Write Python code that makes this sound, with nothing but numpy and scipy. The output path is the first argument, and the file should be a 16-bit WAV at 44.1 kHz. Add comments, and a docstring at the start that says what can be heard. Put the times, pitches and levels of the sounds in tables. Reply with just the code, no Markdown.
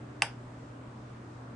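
"""A desk in a small room: a small relay in a plastic box snaps shut once, close to a camera's stereo microphones.
The armature hits and bounces; each blow is a short push that rings decaying modes of relay and box.
The desk returns one reflection to each microphone, and the room answers briefly with decaying noise.
Behind it lie a mains hum, a few wavering fan tones of slowly modulated sines, and a soft room hiss
of coloured noise."""
import sys
import numpy as np
from scipy import signal
from scipy.fft import rfft, irfft, next_fast_len
from scipy.io import wavfile
from scipy.ndimage import uniform_filter1d

SR = 44100
rng = np.random.default_rng(int(sys.argv[2]) if len(sys.argv) > 2 else 0)


def waveform_to_disk(signal):
    """Save audio, clipped to [-1, 1], as 16-bit WAV at the path in sys.argv[1]."""
    frames = np.transpose(np.atleast_2d(signal))
    scaled = np.clip(frames, -1, 1) * 32767
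    samples = np.round(scaled).astype(np.int16)
    wavfile.write(sys.argv[1], SR, samples)


N = 68355
T = np.arange(N) / SR  # time [s]
LEFT_RIGHT = np.array([[1], [-1]])  # sign of an opposed signal at each microphone


def undb(db):
    """Gain of a dB value."""
    return 10 ** (np.asarray(db) / 20)


def curve(points, hz):
    """Read a (frequency [Hz], value) table on a log frequency axis."""
    p = np.array(points)
    return np.interp(np.log(np.maximum(hz, 1)), np.log(p[:, 0]), p[:, 1])


def half_octaves(x):
    """Split x into overlapping half-octave bands that add up to it again: (centre [Hz], band)."""
    size = next_fast_len(x.shape[-1])
    spectrum = rfft(x, size)
    hz = np.arange(size // 2 + 1) * SR / size
    place = 2 * np.log2(np.maximum(hz, 1))  # half octaves above 1 Hz
    for k in range(8, 28):
        weight = np.clip(1 - abs(place - k), 0, 1)
        yield 2 ** (k / 2), irfft(spectrum * weight, size)[..., :x.shape[-1]]


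def colour(x, points):
    """Filter x with a (frequency [Hz], level [dB]) table."""
    size = next_fast_len(x.shape[-1])
    hz = np.arange(size // 2 + 1) * SR / size
    return irfft(rfft(x, size) * undb(curve(points, hz)), size)[..., :x.shape[-1]]


def walk(rate):
    """Random levels held for 1 / rate seconds, then smoothed twice over that time."""
    hold = int(SR / rate)
    steps = np.repeat(rng.standard_normal(N // hold + 1), hold)
    return uniform_filter1d(uniform_filter1d(steps, hold), hold)[:N]


HUM_HZ, HUM_DB = 120.2, -48.5  # level is rms
HUM_WAVER_DB = 1.5  # spread of the random levels before smoothing
HUM_PAN_DB = .15  # left minus right
# fan tones behind the relay:
# (frequency [Hz], rate of wavering [Hz], rms level [dB])
FAN_TONES = [(133.6, 6.17, -60), (228.6, 27, -58.5), (260.8, 13, -58.5), (300, 12.9, -58), (604, 23, -67.5)]


def hum():
    """A mains tone whose level wavers a little, with fan tones as sines of random amplitude and phase."""
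    level_db = HUM_DB + LEFT_RIGHT * HUM_PAN_DB / 2 + HUM_WAVER_DB * walk(11.2)
    mains = np.sqrt(2) * np.sin(2 * np.pi * (HUM_HZ * T + rng.random()))
    out = undb(level_db) * mains
    for hz, rate_hz, db in FAN_TONES:
        angle = 2 * np.pi * hz * T
        tone = walk(rate_hz) * np.sin(angle) + walk(rate_hz) * np.cos(angle)
        out = out + undb(db) * tone / tone.std()
    return out


HISS_DB = -81.5  # per Hz, where the tables below read 0 dB
FLICKER_DB = 1.3  # spread of the random band levels before smoothing
# room hiss, part common to both microphones: (frequency [Hz], relative level [dB])
HISS_COMMON = [(20, -6.5), (45, 1.5), (90, 4), (150, 4), (200, 5), (330, 3), (700, -4), (1200, -6.5),
               (3000, -22), (4200, -26.5), (8000, -30), (9200, -34), (10200, -44.5)]
# room hiss, part opposed between the microphones: (frequency [Hz], relative level [dB])
HISS_OPPOSED = [(20, -31), (110, -38.5), (170, -27), (220, -14), (330, -2), (700, -8), (1200, -5.5),
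                (3000, -24), (4200, -26.5), (8000, -31), (9200, -33.5), (10200, -47)]


def hiss():
    """Wide coloured noise whose bands flicker on their own; the bass is nearly alike left and right."""
    common, opposed = rng.standard_normal((2, N)) * np.sqrt(SR / 2) * undb(HISS_DB)
    both = colour(common, HISS_COMMON) + LEFT_RIGHT * colour(opposed, HISS_OPPOSED)
    return sum(band * undb(FLICKER_DB * walk(8.6)) for _, band in half_octaves(both))


# armature blows, a longer contact sounding duller:
# (time [s], relative level [dB], contact time [ms])
ARMATURE_BLOWS = [(.22057, -8.1, .113), (.22231, -27, .03), (.2292, -8.5, .75)]


def contact(late_ms):
    """Force on the relay as it arrives late_ms later: each blow is a short smooth push."""
    force = 0
    for s, db, ms in ARMATURE_BLOWS:
        # the contact time spans four standard deviations of the bell
        push = np.exp(-.5 * ((T - s - late_ms / 1000) * 4000 / ms) ** 2)
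        force = force + undb(db) * push / (ms * SR / 2000)
    return force


BUILD_CYCLES = 1.74  # time constant of a mode's build-up
BOX_TOP_HZ, BOX_SLOW = 1300, 3  # box walls, below this, get going later: power of the build-up
RIGHT_LAG_MS = 0.015  # direct sound at the right microphone
# relay and box modes up close:
# (frequency [Hz], relative level [dB], decay by 60 dB [s], left minus right [dB])
RELAY_BOX_MODES = [(642, -22, 0.031, 3), (828, 1, 0.017, -2), (1120, -5.5, 0.017, -1),
                   (1530, -22.5, 0.064, 0), (2096, 5, 0.0061, 0), (2060, -24, 0.012, 3),
                   (2385, -11, 0.019, -7), (2733, -4.5, 0.02, 0), (3110, -15.5, 0.026, -2),
                   (3600, -12.5, 0.0081, -1), (4670, -7.5, 0.0098, -3.5), (5320, -15, 0.016, -3),
                   (6020, -16, 0.021, -2), (6820, -16, 0.0096, 5), (7870, -12.5, 0.021, 0),
                   (8510, -18.5, 0.03, 7), (9440, -10.5, 0.015, -1), (9860, -13, 0.032, -3),
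                   (10530, -10, 0.01, 2.5), (5130, -47, .15, 0.5), (6110, -36, 0.14, -2)]
# desk reflection, one row each for the left and the right microphone:
# (delay [ms], level relative to the direct sound [dB])
DESK_REFLECTION = [(2.6, -22), (3.11, -11)]


def relay():
    """The force rings the modes, which build over a few cycles; alternate modes start in opposite sense."""
    t = T[:SR // 5]
    ring = 0
    for k, (hz, db, t60, pan_db) in enumerate(RELAY_BOX_MODES):
        sense = (-1) ** (k + 1)
        gain = undb(db + LEFT_RIGHT * pan_db / 2)
        build = (1 - np.exp(-t * hz / BUILD_CYCLES)) ** (BOX_SLOW if hz < BOX_TOP_HZ else 1)
        ring = ring + sense * gain * np.sin(2 * np.pi * hz * t) * 1000. ** (-t / t60) * build
    paths = [contact(lag_ms) + undb(db) * contact(desk_ms)
             for lag_ms, (desk_ms, db) in zip((0, RIGHT_LAG_MS), DESK_REFLECTION)]
    return signal.fftconvolve(np.array(paths), ring, axes=1)[:, :N]


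ROOM_DB, ROOM_RISE_S = -18, 0.0039
# colour of the small room's answer: (frequency [Hz], relative level [dB])
ROOM_TONE = [(400, -12.5), (580, 3.5), (700, -4), (830, 8.5), (1150, -6), (1550, 4.5), (1900, -1),
             (2400, -1), (3300, -2), (3800, -8.5), (4250, -22), (4800, 0.5), (5300, -2.5), (5700, -14),
             (6100, -4.5), (6700, -24), (7200, -7.5), (8000, 0), (8900, -0.5), (10000, 4), (10800, -30)]
# opposed part of the answer: (frequency [Hz], level relative to the common part [dB])
ROOM_OPPOSED = [(500, -23), (1200, -18), (2500, -1.5), (5000, 1.5), (9000, 1)]
# decay of the answer: (frequency [Hz], decay by 60 dB [s])
ROOM_DECAY = [(500, 0.2), (1500, 0.24), (3000, 0.23), (4000, 0.19), (5200, 0.29), (7000, 0.11),
              (10000, 0.18)]


def room(force):
    """Dense echoes of the blows, as noise that builds in a few ms and dies band by band."""
    t = T[:SR // 2]
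    common, opposed = rng.standard_normal((2, len(t)))
    echoes = colour(common + LEFT_RIGHT * colour(opposed, ROOM_OPPOSED), ROOM_TONE)
    tail = sum(band * 1000. ** (-t / curve(ROOM_DECAY, hz)) for hz, band in half_octaves(echoes))
    tail = tail * (1 - np.exp(-(t / ROOM_RISE_S) ** 2)) * undb(ROOM_DB)
    return signal.fftconvolve(force[None], tail)[:, :N]


def scene():
    """The click and its room, over hum and hiss throughout."""
    return relay() + room(contact(0)) + hum() + hiss()


TOP_HZ = 11020


def record(dry):
    """The camera cuts the top with a steep low-pass."""
    low_pass = signal.ellip(10, .2, 70, TOP_HZ, fs=SR, output="sos")  # ripple, stopband [dB]
    return signal.sosfilt(low_pass, dry)


dry = scene()
out = record(dry)
waveform_to_disk(out)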